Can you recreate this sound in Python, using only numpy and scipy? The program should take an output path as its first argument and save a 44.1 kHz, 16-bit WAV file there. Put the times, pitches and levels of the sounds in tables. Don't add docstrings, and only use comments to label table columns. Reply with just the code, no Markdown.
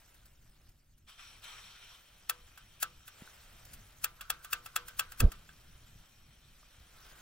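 import sys
import numpy as np
from scipy import signal
from scipy.fft import rfft, irfft
from scipy.io import wavfile
from scipy.ndimage import uniform_filter1d

SR = 44100
rng = np.random.default_rng(int(sys.argv[2]) if len(sys.argv) > 2 else 0)


def store_pcm(level_fs):
    pcm = np.round(np.clip(level_fs, -1, 1) * 32767).astype(np.int16)
    wavfile.write(sys.argv[1], SR, np.atleast_2d(pcm).T)


def convert_level_to_amplitude(level_db):
    exponent = np.asarray(level_db, float) / 20
    return 10 ** exponent


N = 318222

# t/s, peak level/dB, rattle level/dB, lead-in level/dB, pot level/dB
SNAPS = [
    (2.2938, -25, 6.5, -48, -32),
    (2.8259, -24, 4.5, -13.5, -35.5),
    (4.0403, -23.5, 6, -23.5, -33.5),
    (4.2994, -22, 2.5, -43, -38.5),
    (4.5279, -21, 0.5, -18.5, -35),
    (4.7591, -20.5, 1, -42, -34.5),
    (4.9922, -20, 2, -22, -37),
    (5.201, -20.5, 1.5, -20, -35),
]
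# t/s, peak level/dB, lead-in level/dB
TICKS = [
    (2.5754, -44.5, -22),
    (3.0788, -41.5, -7),
    (4.2092, -36, -28),
    (4.4464, -38.5, -8),
    (4.6604, -37.5, -9),
    (4.8822, -37.5, -8),
    (5.1196, -40.5, -9),
    (5.3175, -38, -24),
]
# t/s, peak level/dB
TAPS = [
    (2.4756, -51),
    (3.0048, -53),
    (5.352, -50),
    (5.4907, -41),
]
# t/s, peak level/dB
STALKS = [
    (0.141, -57),
    (0.254, -54.5),
    (0.6887, -62.5),
    (0.9765, -63),
    (1.094, -58),
    (1.4367, -51),
    (3.649, -51.5),
    (3.7323, -43),
    (3.8651, -59),
]
# f/Hz, level/dB
RATTLE_TONE = [(150, -61), (400, -18), (900, -22.5), (1500, 3), (2200, -6.5), (4500, -3), (8000, -2),
               (12500, 1.5), (15600, 4.5), (16600, -9), (17200, -11)]
# f/Hz, level/dB
SCATTER_TONE = [(300, -54), (600, 3), (1300, -1), (2000, 5.5), (3000, 6), (5000, -0.5), (10000, -15.5),
                (16000, -14)]
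# f/Hz, level/dB, t60/s
SHELL = [(738, -2.5, 0.014), (1296, -10, 0.087), (1614, -2.5, 0.039), (1781, -14, 0.08), (2665, 4, 0.021),
         (3380, -0.5, 0.029), (7570, 0.5, 0.023)]
FRAME = [(1200, -12, 0.18), (1195, -2.5, 0.22), (1316, 6, 0.065), (1332, -2.5, 0.2), (1535, 4.5, 0.14)]
POT = [(340, -5, .45), (490, 0, .5), (931, -4, .35), (1008, -1, .45), (1330, 1, .25)]
# f/Hz, phase/rad
SNAP_PHASE = [(300, 0.79), (1030, 1.1), (2000, 0.73), (4000, 1.26), (8000, 1.5), (13000, 2.04)]
# f/Hz, factor
SHADOW = [(300, .1), (1200, -.3), (2500, .5), (5000, .9), (14000, .8)]
# t/s, draw level/dB, draw length/ms, push level/dB, push length/ms
POCKETS = [
    (5.2, -60, 3, -28, 19),
    (5.2235, -23, 5.5, -22, 4.5),
    (5.233, -18.5, 6, -28, 2.5),
    (5.2412, -13.5, 8, -10.8, 11),
    (5.2675, -21, 15, -32, 14),
]
# t/s, level/dB
FLUTTER = [
    (5.2, -54),
    (5.22, -39),
    (5.236, -34),
    (5.252, -41),
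    (5.28, -45),
    (5.3, -60),
    (5.35, -72),
    (5.5, -84),
]
# f/Hz, level/dB
FLAME_TONE = [(60, -22), (130, -8), (200, 4), (280, -10), (400, -5), (620, -9), (850, -19), (1300, -40)]
# f/Hz, level/dB
GAS_TONE = [(240, -51), (400, -19), (1250, -4), (2290, -8), (3120, -3.5), (3420, -3), (5690, -18.5),
            (16000, -22)]
# f/Hz, width/Hz, level/dB
BURNER = [(1375, 62, -2.5), (2470, 150, -1), (3138, 115, 2), (3610, 100, -4), (4080, 106, -3.5),
          (5586, 88, 1), (5980, 200, -6), (7780, 150, -6.5), (9050, 130, -6.5)]
# start t/s, open time/s, flow level/dB, sag/(dB/s)
VALVE = [
    (1.066, 0.026, -53, 1.5),
    (1.171, .2, -51.5, 42),
    (1.416, 0.383, -49, 26.5),
    (1.8, .15, -56.5, 9),
]
# t/s, level/dB
PILOT = [
    (1.07, -70.5),
    (2.2, -67.5),
    (3.3, -66),
    (4.0, -71.5),
    (4.8, -70.5),
    (5.18, -66),
    (5.4, -69),
    (6.0, -69),
    (7.22, -68),
]
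# start t/s, length/s, level/dB
SHAKES = [
    (4.083, 1.38, -65.5),
    (6.898, .45, -65.5),
]
# f/Hz, width/Hz, level/dB
LOOSE = [(1060, 45, -5.5), (1160, 37, -5), (1330, 48, -1.5), (1470, 70, -2), (1580, 70, -6)]
# t/s, peak level/dB, f/Hz
KNOCKS = [
    (3.221, -29.5, 196),
    (3.2755, -38, 1500),
    (5.492, -42, 1630),
    (5.958, -38, 102),
    (6.631, -46, 1200),
    (6.863, -50, 184),
]
# t/s, level/dB
MOTION = [(0.0, -69), (0.35, -75), (0.7, -76), (0.73, -80.5), (1.05, -85), (1.1, -74.5), (1.34, -71.5),
          (1.5, -68), (3.09, -73.5), (3.21, -61), (3.45, -66), (3.75, -64.5), (4.06, -70), (5.31, -68.5),
          (6.1, -71.5), (6.25, -75.5), (6.86, -69.5), (7.1, -64)]
# f/Hz, level/dB
SWISH_TONE = [(150, -15), (400, -4), (700, 0), (1000, -4), (1400, 1), (1900, -2.5), (3000, -6), (6000, -20),
              (9000, -42)]
# f/Hz, level/dB
FIZZ_TONE = [(1000, -20), (2500, -1.5), (5000, 0), (9000, -1), (11500, -6), (14000, 0.5), (16500, -4)]
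# t/s, peak level/dB, f/Hz
CHIRPS = [
    (0.3544, -67, 5470),
    (0.4823, -73, 5280),
    (0.5157, -67, 5240),
    (0.5626, -71, 5280),
    (0.6145, -67, 5320),
    (0.6898, -69, 5330),
    (0.7153, -69, 5400),
]
# f/Hz, level/dB
WIND_TONE = [(8.8, -27.5), (15, 2.5), (32, 2.5), (75, -7.5), (103, -5), (414, -27), (447, -36.5),
             (600, -26.5), (780, -78), (1320, -120)]
# middle t/s, half length/s, rise/dB
GUSTS = [
    (.45, 0.72, 2),
    (1.3, 0.21, 1.5),
    (2.9, 0.43, 4.5),
    (3.75, 0.27, 6.5),
    (4.64, 0.26, 3.5),
    (5.306, 0.23, 5.5),
    (5.785, 0.28, 8),
    (6.505, 0.16, 4.5),
    (7.026, 0.13, 6),
]
# f/Hz, likeness
SAME = [(60, 0.99), (180, 0.96), (550, 0.3), (1650, 0.7), (4970, 0.68), (15000, -0.31)]

PRESS_S = 0.026
PORT_LEAD_S = 3.4e-5


def evened(x):
    return x / np.sqrt(np.mean(x ** 2) + 1e-20)


def read(points, hz):
    f, value = np.transpose(points)
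    return np.interp(np.log(hz + 1), np.log(f + 1), value)


def follow(rows):
    s, db = np.transpose(rows)
    return convert_level_to_amplitude(np.interp(np.arange(N) / SR, s, db, left=-150))


def add(mix, s, sound):
    part = mix[..., round(s * SR):][..., :sound.shape[-1]]
    part += sound[..., :part.shape[-1]]


def hiss(tone, size, patchy_db, flicker_db, peaks=(), peak_db=0):
    hop, hz = size // 4, np.fft.rfftfreq(size, 1 / SR)
    frames = N // hop + 5
    a, b, c, d, patches = rng.standard_normal((frames, len(hz), 5)).T
    patches = uniform_filter1d(patches, size=size // 64, axis=0)
    patches = evened(uniform_filter1d(patches, size=4096 // size + 4, axis=1))
    flicker = evened(uniform_filter1d(rng.standard_normal(frames), size=3))
    power = convert_level_to_amplitude(2 * read(tone, hz))
    for f, width, db in peaks:
        power += convert_level_to_amplitude(2 * (db + peak_db)) / (1 + (2 * (hz - f) / width) ** 2)
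    same = np.clip(abs(read(SAME, hz)), 0, 1)[:, None]
    late = np.exp(-2j * np.pi * hz * PORT_LEAD_S)[:, None]
    left = a + 1j * b
    right = late * (same * left + np.sqrt(1 - same ** 2) * (c + 1j * d))
    z = np.array([left, right])
    z *= np.sqrt(power)[:, None] * convert_level_to_amplitude(patchy_db * patches + flicker_db * flicker)
    return evened(signal.istft(z, nperseg=size, noverlap=size - hop)[1][:, :N])


def ring(modes, spread_db, fuzz, t):
    hz, db, t60 = np.transpose(modes)[:, :, None]
    level_luck, pitch_luck = rng.standard_normal((2, len(modes), 1))
    waver = uniform_filter1d(rng.standard_normal((len(modes), len(t))), size=250)
    waver = 1 + fuzz * evened(uniform_filter1d(waver, size=150))
    onset = (1 - np.exp(-t / 0.00072)) ** 2
    level = convert_level_to_amplitude(db + spread_db * level_luck - 60 * t / t60) * onset
    return (level * waver * np.sin(2 * np.pi * hz * (1 + 0.0058 * pitch_luck) * t)).sum(0)


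def click(db, rattle_db, press_db, run_up_ms, t60_ms, shell_db, frame_db, pot_db, pan_db, scatter_db=-16):
    t = np.arange(2 ** 14) / SR - PRESS_S
    run_up_ms = max(run_up_ms, 0.3)
    since = t - run_up_ms / 1000
    rise_db = 14 * since / run_up_ms * 1000 - 3000 * np.maximum(-t, 0)
    shape = convert_level_to_amplitude(np.where(since < 0, rise_db, -60000 * since / max(t60_ms, 5)))
    press = convert_level_to_amplitude(press_db + 570 * t) * (since < 0)
    hits = rng.standard_normal(len(t)) * convert_level_to_amplitude(1.8 * rng.exponential(1, len(t)))
    rattle = evened(hits) * (shape + press) + 0.5 * shape * rng.standard_normal((2, len(t)))
    scatter = rng.standard_normal((2, len(t))) * convert_level_to_amplitude(scatter_db - 60 * since / 0.2) * (since > 0)
    hz = np.fft.rfftfreq(len(t), 1 / SR)
    noise = convert_level_to_amplitude(rattle_db + read(RATTLE_TONE, hz)) * rfft(rattle)
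    noise = noise + convert_level_to_amplitude(read(SCATTER_TONE, hz)) * rfft(scatter)

    after = np.maximum(since + 0.0026, 0)
    metal = convert_level_to_amplitude(shell_db) * ring(SHELL, 1.2, 0.3, after)
    metal += convert_level_to_amplitude(frame_db) * ring(FRAME, 1.2, 0.8, after)
    metal += convert_level_to_amplitude(pot_db) * ring(POT, 1.2, 0.2, after)
    bounce = np.roll(metal, round(rng.uniform(0.0047, 0.014) * SR)) * 0.28
    phase = np.exp(np.outer([0, -1j], read(SNAP_PHASE, hz)))
    ports = phase * convert_level_to_amplitude(np.outer([0.5, -0.5], pan_db * read(SHADOW, hz)))
    return convert_level_to_amplitude(db - 4.5) * irfft(ports * (noise + rfft(metal + bounce)), len(t))


def igniter():
    out = np.zeros((2, N))
    for s, db, rattle_db, press_db, pot_db in SNAPS:
        snap = click(db, rattle_db, press_db, run_up_ms=4.1, t60_ms=29,
                     shell_db=-1.5, frame_db=-19, pot_db=pot_db, pan_db=3.5)
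        add(out, s - PRESS_S, snap)
    for s, db, press_db in TICKS:
        tick = click(db, 0.64, press_db, run_up_ms=1.814, t60_ms=43,
                     shell_db=-3, frame_db=-15, pot_db=-47, pan_db=0.5, scatter_db=-9)
        add(out, s - PRESS_S, tick)
    for s, db in TAPS:
        tap = click(db, -16, -30, run_up_ms=1.54, t60_ms=23,
                    shell_db=-7, frame_db=-19, pot_db=-43, pan_db=0.8, scatter_db=-18)
        add(out, s - PRESS_S, tap)
    for s, db in STALKS:
        stalk = click(db, 2.3, -14, run_up_ms=4.3, t60_ms=73,
                      shell_db=-22, frame_db=-42, pot_db=-60, pan_db=1.0)
        add(out, s - PRESS_S, stalk)
    return out


def puff(ms):
    return np.sin(np.pi * np.arange(0, 1, 1000 / ms / SR) ** 0.6)


def ignition():
    thump = np.zeros(N)
    for s, draw_db, draw_ms, push_db, push_ms in POCKETS:
        add(thump, s, np.r_[-convert_level_to_amplitude(draw_db) * puff(draw_ms), convert_level_to_amplitude(push_db) * puff(push_ms)])
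    thump = uniform_filter1d(uniform_filter1d(thump, size=60), size=80)
    flame = hiss(FLAME_TONE + [(3000, -70)], size=512, patchy_db=1.0, flicker_db=0.5)
    return thump * convert_level_to_amplitude([[-1.1], [1.1]]) + flame * follow(FLUTTER)


def gas_flow():
    t = np.arange(N) / SR
    open_s, close_db_per_s = 0.028, 207
    power = follow(PILOT) ** 2
    for s, held_s, db, sag in VALVE:
        choke_db = close_db_per_s * np.maximum(t - s - held_s, 0)
        rush = np.clip((t - s) / open_s, 0, 1) * convert_level_to_amplitude(db - sag * abs(t - s) - choke_db)
        power += rush ** 2
    return np.sqrt(power)


def gas():
    jet = hiss(GAS_TONE, size=1024, patchy_db=2.0, flicker_db=0.56, peaks=BURNER, peak_db=2.5)
    return jet * gas_flow() * convert_level_to_amplitude(0.5) * convert_level_to_amplitude([[0.8], [-0.8]])


def buzz():
    t, fade_s = np.arange(N) / SR, 0.12
    held = np.zeros(N)
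    for s, length, db in SHAKES:
        held += convert_level_to_amplitude(db) * np.clip(np.minimum(t - s, s + length - t) / fade_s, 0, 1)
    bed = [(500, -50), (1300, -25), (3000, -45)]  # f/Hz, level/dB
    return held * hiss(bed, size=2048, patchy_db=3.0, flicker_db=1.5, peaks=LOOSE)


def knocks():
    out, t = np.zeros(N), np.arange(2000) / SR
    for s, db, hz in KNOCKS:
        add(out, s, -convert_level_to_amplitude(db - 7.0 - 60 * t / 0.02) * np.sin(2 * np.pi * hz * t))
    return out


def jacket_and_grass():
    still_db, grass_db, grass_share = -70.5, -70, 0.74
    moving = follow(MOTION)
    swish = hiss(SWISH_TONE, size=512, patchy_db=-0.5, flicker_db=1.5) * moving * convert_level_to_amplitude(1.0)
    grass = convert_level_to_amplitude(grass_db + 3.5) * (moving / convert_level_to_amplitude(still_db)) ** grass_share
    return swish + hiss(FIZZ_TONE, size=256, patchy_db=3.5, flicker_db=1.5) * grass


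def insect():
    out, t = np.zeros(N), np.arange(500) / SR
    for s, db, hz in CHIRPS:
        add(out, s, convert_level_to_amplitude(db - 2.0) * np.hanning(len(t)) * np.sin(2 * np.pi * hz * t))
    return out


def wind():
    t, calm_db = np.arange(N) / SR, -63.5
    rise_db = sum(db * np.exp(-((t - s) / half_s) ** 2) for s, half_s, db in GUSTS)
    rumble = hiss(WIND_TONE, size=2048, patchy_db=1.9, flicker_db=0.67)
    return rumble * convert_level_to_amplitude(calm_db + rise_db) * convert_level_to_amplitude(-1.08)


def scene():
    stove = igniter() + ignition() + gas() + buzz()
    return stove + knocks() + jacket_and_grass() + insect() + wind()


def low_pass(x):
    return signal.sosfilt(signal.butter(12, 16810, fs=SR, output="sos"), x)


def record(dry):
    edge = signal.firwin(301, 15900, window=("kaiser", 2.5), fs=SR)
    mix = signal.oaconvolve(dry, edge[None], "same")
    return low_pass(mix)


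dry = scene()
out = record(dry)
store_pcm(out)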